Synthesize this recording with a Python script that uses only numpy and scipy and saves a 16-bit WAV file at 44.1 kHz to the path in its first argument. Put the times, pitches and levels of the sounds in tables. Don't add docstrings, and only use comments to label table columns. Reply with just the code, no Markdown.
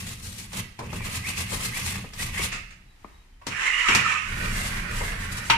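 import sys
import numpy as np
from scipy import signal
from scipy.fft import rfft, irfft, next_fast_len
from scipy.io import wavfile
from scipy.ndimage import uniform_filter1d

SR = 44100
rng = np.random.default_rng(int(sys.argv[2]) if len(sys.argv) > 2 else 0)


def persist_wave(psi):
    counts = np.round(np.clip(psi, -1, 1) * 32767).astype(np.int16)
    wavfile.write(sys.argv[1], SR, np.atleast_2d(counts).T)


N = 245619
T = np.arange(N) / SR

# time of full speed in seconds, length in seconds,
# rasp in dB, answer of the plate in dB, boom of the drawers in dB.
PLATE_STROKES = [(.005, .035, -45, -43.5, -40), (0.083, 0.087, -39.5, -45, -35.5),
                 (0.261, 0.058, -39, -50, -38.5), (0.391, .065, -38.5, -46.5, -39.5),
                 (0.573, 0.051, -34, -35.5, -32), (0.855, 0.065, -51.5, -47.5, -38.5),
                 (0.952, .055, -45, -41, -31), (1.059, 0.049, -37.5, -35, -43),
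                 (1.161, 0.048, -33, -34.5, -33), (1.293, 0.062, -36, -35.5, -35),
                 (1.394, 0.044, -32, -33.5, -31.5), (1.532, 0.056, -32, -33.5, -32),
                 (1.651, 0.046, -31, -33.5, -31.5), (1.779, 0.058, -34.5, -35.5, -36.5),
                 (1.874, 0.056, -32, -38.5, -40), (1.962, 0.094, -43.5, -38.5, -36.5),
                 (2.225, 0.071, -35, -37, -31.5), (2.387, 0.075, -40, -34.5, -32),
                 (2.444, 0.037, -29.5, -33.5, -55)]
# start in seconds, rise in seconds, level in dB, t60 in seconds.
SKIDS = [(2.513, 0.017, -28, 0.31), (2.703, 0.0081, -46, .25)]
# time in seconds, level in dB.
DRAG = [(3.52, -32), (3.672, -22.5), (3.698, -26), (3.854, -26.5), (3.89, -16.5), (3.964, -21), (4.03, -25),
        (4.072, -22.5), (4.34, -38.5)]
# start in seconds, ring in dB, clatter in dB, thump in dB,
# tick in dB, left minus right in dB.
CLANKS = [(3.466, -45, -37, -35.5, -30, 3), (3.885, -47, -19.5, -29.5, -34.5, 13.5),
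          (3.947, -58, -38, -27.5, -18.5, 4.5), (5.499, -19.5, -10, -40, -23.5, 3)]
# frequency in Hz, density in dB per Hz.
THUMP = [(75, -18), (110, 2), (200, 2.5), (310, -5.5), (450, -5), (900, -16.5)]
# frequency in Hz, density in dB per Hz.
TICK = [(1500, 4.5), (4000, 3), (6000, 3.5), (9000, -3.5), (15000, -18.5)]


def undb(db):
    return 10 ** (np.asarray(db) / 20)


def unit(x):
    return x / np.sqrt(np.mean(x ** 2))


def swell(rows):
    times, db = np.transpose(rows)
    outside = np.maximum(times[0] - T, 0) + np.maximum(T - times[-1], 0)
    return undb(np.interp(T, times, db)) * np.exp(-outside / .022)


def pan(db):
    return undb(np.array([[db], [-db]]) / 2)


def colour(x, points):
    hz, db = np.transpose(points)
    size = next_fast_len(x.shape[-1])
    f = np.fft.rfftfreq(size, 1 / SR) + 1e-3
    ends = 1 / np.sqrt((1 + (hz[0] / 2 / f) ** 6) * (1 + (f / hz[-1] / 2) ** 6))
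    gain = ends * undb(np.interp(np.log(f), np.log(hz), db))
    return unit(irfft(rfft(x, size) * gain, size)[..., :x.shape[-1]])


def resonate(x, peaks, order=1):
    size = next_fast_len(N)
    f = np.fft.rfftfreq(size, 1 / SR) + 1e-3
    response = sum(undb(db) / (1 + 1j * (f * f - hz * hz) / (f * width)) ** order
                   for hz, width, db in peaks)
    return unit(irfft(rfft(x, size) * response, size)[..., :N])


def wander(rate):
    steps = rng.standard_normal(8192)
    return unit(np.interp(T * rate, np.arange(len(steps)), steps))


def slips(rate, judder_db, count=3):
    struck = rng.random((2, N)) < rate / SR
    clicks = struck * rng.standard_normal((2, N)) * undb(judder_db * wander(450))
    out = np.zeros((2, N))
    for place in range(count):
        ring = rfft(rng.standard_normal((2, 1024)) * np.exp(-T[:1024] / .005))
        ring /= np.sqrt(uniform_filter1d(np.abs(ring) ** 2, 16))
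        nearness = np.maximum(np.cos(2 * np.pi * (2.1 * T + place / count)), 0)
        out += signal.oaconvolve(clicks * nearness, irfft(ring), axes=1)[:, :N]
    return unit(out)


def fade(t60):
    return np.exp(-np.log(1000) * T[:SR] / max(t60, .005))


def burst(points, t60):
    contact = np.sin(np.pi / 2 * np.minimum(T[:SR] / .003, 1)) ** 2
    return colour(rng.standard_normal((2, SR)), points) * fade(t60) * contact


def add(out, s, sound):
    start = int(s * SR)
    out[:, start:start + sound.shape[-1]] += sound[..., :N - start]


def sing(hz, width):
    phase = 2 * np.pi * np.cumsum(hz * np.ones(N)) / SR
    return wander(width) * np.cos(phase) + wander(width) * np.sin(phase)


def stroke(s, length):
    rise_share, bluntness = 0.47, 1.26
    away = np.where(T < s, (s - T) / rise_share, (T - s) / (1 - rise_share)) / length
    return .5 ** np.minimum(away ** bluntness, 40)


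def jolt(s, rise, t60):
    return np.clip((T - s) / rise, 0, 1) * np.exp(-np.log(1000) * np.maximum(T - s - rise, 0) / t60)


def shop():
    # frequency in Hz, density in dB per Hz.
    air_points = [(150, -17), (309, -24), (529, -29), (856, -19.5), (1460, -23.5), (1860, -18),
                  (3350, -25.5), (10600, -35), (15000, -44)]
    # frequency in Hz, density in dB per Hz.
    rumble_points = [(24, -3.5), (32, 6), (55, -2), (90, -7.5), (160, -21)]
    air = colour(rng.standard_normal((2, N)), air_points) * undb(-61 + 2.1 * wander(6.8))
    return air + colour(rng.standard_normal(N), rumble_points) * undb(-53)


def room(x):
    mids = burst([(300, 2.5), (1000, 0.0), (2600, 3.0), (4000, -4.5), (8000, -39)], t60=0.52)
    treble = burst([(2500, -9.0), (4500, 1.5), (7500, -7.5), (11000, -8)], t60=0.63)
    top = burst([(6000, -14), (10000, 4), (15000, 4)], t60=0.2)
    tail = undb(-45.5) * mids + undb(-47.5) * treble + undb(-61) * top
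    tail = tail * np.clip(T[:SR] / 0.012, 0, 1)
    return signal.fftconvolve(x, tail, axes=1)[:, :N] * pan(-6.5)


def shaking(lag, spread):
    return sum(undb(db) * stroke(s + lag, length + spread) for s, length, _, _, db in PLATE_STROKES)


def grinding():
    start_s, rise_s, start_db, ease_db_per_s = 4.2, 0.22, -32.5, 4.5
    since = T - start_s
    build_up = np.sin(np.pi / 2 * np.clip(since / rise_s, 0, 1)) ** 2
    return build_up * undb(start_db - ease_db_per_s * since)


def chest():
    # frequency in Hz, width in Hz, level in dB.
    drawer_peaks = [(64.5, 36, -8), (86.2, 23, 2), (107.6, 34.6, -1), (181.5, 31.4, -3), (213.8, 12, -7)]
    # frequency in Hz, width in Hz, level in dB.
    castor_peaks = [(28.6, 8.3, -4), (40.8, 24, -10)]
    boom = resonate(rng.standard_normal(N), drawer_peaks, order=2)
    boom = boom + undb(-25) * resonate(rng.standard_normal((2, N)), drawer_peaks, order=2)
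    rock = resonate(rng.standard_normal(N), castor_peaks, order=2)
    blows = sum(undb(thump_db) * jolt(s, rise=0.0091, t60=0.93) for s, _, _, thump_db, _, _ in CLANKS)
    shoves = sum(undb(db) * jolt(s, rise, t60=1.24) for s, rise, db, _ in SKIDS)

    drawers = shaking(lag=0.022, spread=0.029) * undb(-1.3) + blows * undb(-10.0)
    drawers += shoves * undb(-19) + grinding() * undb(-1.0)
    castors = shaking(lag=.05, spread=0.12) * undb(-15.5) + shoves * undb(-18.5)
    castors += swell(DRAG) * undb(-25.5) + grinding() * undb(1.5)
    return boom * drawers + rock * castors


def squeaks():
    # start in seconds, length in seconds, frequency in Hz, level in dB.
    squeak_rows = [(2.856, 0.1, 3900, -71), (3.1, 0.16, 3830, -69), (3.25, .15, 3090, -73)]
    return sum(undb(db) * np.sin(np.pi * np.clip((T - s) / length, 0, 1)) * sing(hz, width=70)
               for s, length, hz, db in squeak_rows)


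def knocks():
    # start in seconds, level in dB, thump in dB, tick in dB, t60 in seconds, left minus right in dB.
    knock_rows = [(.530, -45.5, 1, 8, 0.19, -2), (.789, -38.5, -2.5, -4, 0.27, -0.5),
                  (0.928, -40.5, 5, 1, 0.093, 1), (1.004, -39.5, -8, -7, .05, -2),
                  (1.056, -40, -3.5, -15, 0.11, -4), (1.083, -43, -10, -14, 0.029, -2),
                  (1.282, -52, -12, -7, 0.12, 13), (1.519, -35, -6.5, -12, 0.16, 3.5),
                  (1.981, -45, 2.5, -18, 0.065, 0), (2.041, -50.5, 10.5, -18, 0.053, 2),
                  (2.133, -52.5, -9, 11.5, 0.23, 0.5), (2.393, -31, -3.5, 2, 0.04, 5),
                  (3.044, -34, -10.5, -28, 0.033, 2), (5.006, -34.5, -9, -17, 0.19, 2)]
    # frequency in Hz, density in dB per Hz.
    knock_points = [(150, -19), (450, 5.5), (700, -2.5), (1050, 9.5), (1400, -6.5), (2400, -9.5),
                    (4000, -46), (9000, -46)]
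    out = np.zeros((2, N))
    for s, db, thump_db, tick_db, t60, pan_db in knock_rows:
        blow = burst(knock_points, t60)
        blow = blow + undb(thump_db) * burst(THUMP, 1.93 * t60)[0]
        blow = blow + undb(tick_db) * burst(TICK, 0.46 * t60)
        add(out, s, blow * undb(db + 4.5) * pan(pan_db))
    return out


def skids():
    # frequency in Hz, density in dB per Hz.
    slide_points = [(300, -17), (700, -12.5), (1100, -10), (1500, -2.5), (2600, -1.5), (3500, -12.5),
                    (5000, -14), (7200, -12.5), (10000, -25), (14000, -43)]
    push = sum(undb(db) * jolt(s, rise, t60) for s, rise, db, t60 in SKIDS)
    return colour(slips(rate=5500, judder_db=0.5), slide_points) * push * undb(-1.5) * pan(-0.77)


def scuff_frame():
    # frequency in Hz, density in dB per Hz.
    scuff_points = [(400, -8), (800, -6), (1050, 7), (1400, -10), (2400, -6), (3500, -18), (9000, -26),
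                    (14000, -43)]
    graze = colour(slips(rate=1700, judder_db=1, count=2), scuff_points)
    return graze * undb(-44) * jolt(3.412, rise=0.012, t60=1)


def clanks():
    # frequency in Hz, level in dB, t60 in seconds.
    frame_modes = [(914, -1, 0.24), (1066, -15.5, 0.14), (1280, -7, 0.15), (1518, -13, .35),
                   (2080, -19, .15), (2450, -20, 0.18), (2620, -20, 0.31), (3000, -25, 0.062),
                   (3320, -24, .3), (3790, -9, 0.069), (4030, -16, 0.085), (4420, -6, 0.077),
                   (5400, -14, 0.1)]
    # frequency in Hz, density in dB per Hz.
    clatter_points = [(300, -4), (650, -24), (950, 7), (1700, 1), (2400, 9.5), (3500, -0.5), (6000, -37)]
    out = np.zeros((2, N))
    for s, ring_db, clatter_db, thump_db, tick_db, pan_db in CLANKS:
        ring = np.zeros((2, SR))
        for hz, db, t60 in frame_modes:
            for split in (1, 1 + rng.uniform(0.0057, 0.025)):
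                cycles = hz * split * T[:SR] + rng.random((2, 1))
                ring += undb(db) * fade(t60) * np.sin(2 * np.pi * cycles)
        blow = undb(ring_db + 2.5) * ring + undb(clatter_db) * burst(clatter_points, t60=0.13)
        blow += undb(tick_db + 2) * burst(TICK, t60=0.16)
        thump = undb(thump_db) * burst(THUMP, t60=0.27)[0]
        add(out, s, blow * pan(pan_db) + thump)
    return out


def squeals():
    # start in seconds, length in seconds, start frequency in Hz, end frequency in Hz, level in dB.
    squeal_rows = [(3.53, 0.092, 1800, 1500, -34), (3.62, 0.119, 2120, 1990, -24.5),
                   (3.71, 0.139, 1900, 1960, -26.5), (3.69, 0.16, 2850, 2870, -29.5),
                   (3.835, 0.064, 1360, 1230, -25.5), (3.885, 0.0904, 2200, 2600, -25),
                   (4.035, .065, 1300, 1265, -23), (4.11, 0.072, 1100, 1270, -32.5),
                   (4.07, .15, 2200, 2800, -29.5), (5, 0.179, 1880, 1600, -43)]
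    out = np.zeros(N)
    for s, length, start_hz, end_hz, db in squeal_rows:
        along = np.clip((T - s) / length, 0, 1)
        hz = (start_hz + (end_hz - start_hz) * along) * (1 + .031 * wander(350))
        tone = np.sin(2 * np.pi * np.cumsum(hz) / SR)
        out += tone * np.sin(np.pi * along) * undb(db + 3.9 * wander(200))
    return out


def drag_frame():
    # frequency in Hz, density in dB per Hz.
    slide_points = [(150, -25), (480, -21), (720, -22), (1000, -5), (1400, -4), (2000, -0.5), (2900, -3.5),
                    (3500, -14), (5000, -21), (7300, -15), (8600, -24), (10500, -28.5), (12500, -40),
                    (15000, -68)]
    # frequency in Hz, width in Hz, level in dB.
    held_peaks = [(1290, 55, -13), (1824, 62.4, 13), (2165, 22, 15), (2370, 40, -9), (2480, 14, 9),
                  (2610, 35, 0), (2840, 26, 1.5), (3090, 27, -15), (3790, 31, -10), (4200, 18, -11),
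                  (5460, 70, 2.5), (5910, 38, 3), (6080, 24, -17)]
    scrape = colour(slips(rate=4600, judder_db=-1.0), slide_points) * undb(-2.5)
    bars = resonate(rng.standard_normal((2, N)), held_peaks, order=2) * undb(-11.5)
    dragged = swell(DRAG) * (scrape + bars) + squeals() * undb(-0.5)
    return dragged * undb(0.29 * wander(82)) * pan(-5.0)


def brush_frame():
    # time of full speed in seconds, length in seconds, rasp in dB.
    frame_strokes = [(4.383, 0.16, -42), (4.564, 0.13, -35.5), (4.672, 0.049, -33.5), (4.78, 0.1, -42.5),
                     (4.977, 0.093, -38), (5.067, 0.093, -41), (5.225, 0.1, -42), (5.327, 0.029, -36.5),
                     (5.383, 0.031, -36.5), (5.478, 0.057, -36.5)]
    # frequency in Hz, density in dB per Hz.
    rasp_points = [(1500, 0), (3500, 0), (5000, -2), (6300, -2), (8000, 0), (10000, -2), (12000, -7),
                   (15000, -19)]
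    # frequency in Hz, density in dB per Hz.
    grind_points = [(200, -11.5), (450, -6), (700, -11), (1000, -8), (1400, 1), (1900, 1), (2700, -4.5),
                    (3500, -13.5), (6000, -18.5), (10000, -38)]
    tips = sum(undb(db) * stroke(s, length) for s, length, db in frame_strokes)
    rasp = colour(slips(rate=9700, judder_db=0.0), rasp_points) * tips * undb(0.8) * pan(0.61)
    grind = colour(slips(rate=9000, judder_db=0.9), grind_points) * grinding() * pan(-4.0)
    return (rasp + grind) * undb(0.85 * wander(70))


def chirps():
    # start in seconds, length in seconds, start frequency in Hz, end frequency in Hz, level in dB.
    chirp_rows = [(.995, 0.05, 2400, 2300, -37.5), (1.225, 0.093, 1892, 3040, -33),
                  (1.47, 0.051, 1900, 2600, -43), (1.715, .075, 1840, 2730, -33),
                  (2.18, .07, 1780, 2300, -39), (2.34, .1, 1800, 2498, -32.5)]
    hz, strength = np.full(N, float(chirp_rows[0][2])), np.zeros(N)
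    for s, length, start_hz, end_hz, db in chirp_rows:
        along = np.clip((T - s) / length, 0, 1)
        hz = np.where(T > s, start_hz + (end_hz - start_hz) * along, hz)
        strength += undb(db) * np.sin(np.pi * along)
    rough_hz = hz * (1 + 0.0272 * wander(500))
    lead = np.sin(2 * np.pi * np.cumsum(rough_hz) / SR) * undb(-0.5 + 2 * wander(300))
    strands = np.array([sing(hz * .82, width=100), sing(hz, width=180)])
    return strength * (lead + undb(-4.0) * strands)


def twangs(low_hz, high_hz, count):
    out = np.zeros((2, N))
    for k, hz in enumerate(np.geomspace(low_hz, high_hz, count)):
        flicker = undb(4.2 * np.clip(wander(28.2), -1.5, 1.5))
        out[k % 2] += sing(hz * (1 + 0.034 * wander(15)), width=170) * flicker
    return unit(out)


def brush_plate():
    # frequency in Hz, density in dB per Hz.
    rasp_points = [(300, -1.5), (700, -10.5), (1200, -5), (2500, -5), (3500, 0), (5000, -2), (8000, -1),
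                   (10000, -2), (12500, -8), (15000, -17.5)]
    # frequency in Hz, density in dB per Hz.
    plate_points = [(280, -27), (460, -0.5), (700, -4.5), (1050, 7.5), (1400, -0.5), (2200, 9.5),
                    (2800, 7.5), (3500, -1.5), (6000, -45)]
    tips = sum(undb(db) * stroke(s, length) for s, length, db, _, _ in PLATE_STROKES)
    answer = sum(undb(db) * stroke(s, length * 1.123) for s, length, _, db, _ in PLATE_STROKES)
    rasp = colour(slips(rate=14000, judder_db=-0.5), rasp_points) * undb(2.5) * pan(1.1)
    plate = colour(slips(rate=5000, judder_db=3.5), plate_points) * undb(-1.0)
    plate += twangs(low_hz=1739, high_hz=2957, count=8) * undb(-7.5)
    return (tips * rasp + answer * plate * pan(0.95)) * undb(1.65 * wander(110))


def scene():
    steel = squeaks() + knocks() + skids() + scuff_frame() + clanks()
    steel = steel + drag_frame() + brush_frame() + chirps() + brush_plate()
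    return undb(0.28) * steel + room(steel) + chest() + shop()


def record(dry):
    # frequency in Hz, left minus right in dB.
    port_points = [(200, 0), (650, 5.5), (1300, 0.5), (2400, -2), (4400, 2), (8000, 2), (14000, -7)]
    hz, db = np.transpose(port_points)
    tilt = np.interp(np.log(np.fft.rfftfreq(N, 1 / SR) + 1), np.log(hz), db)
    heard = irfft(rfft(dry) * undb(np.array([tilt, -tilt]) / 2), N)
    top_hz = 15350
    top_cut = signal.ellip(10, .2, 80, top_hz, fs=SR, output="sos")
    return signal.sosfilt(top_cut, np.tanh(heard))


dry = scene()
out = record(dry)
persist_wave(out)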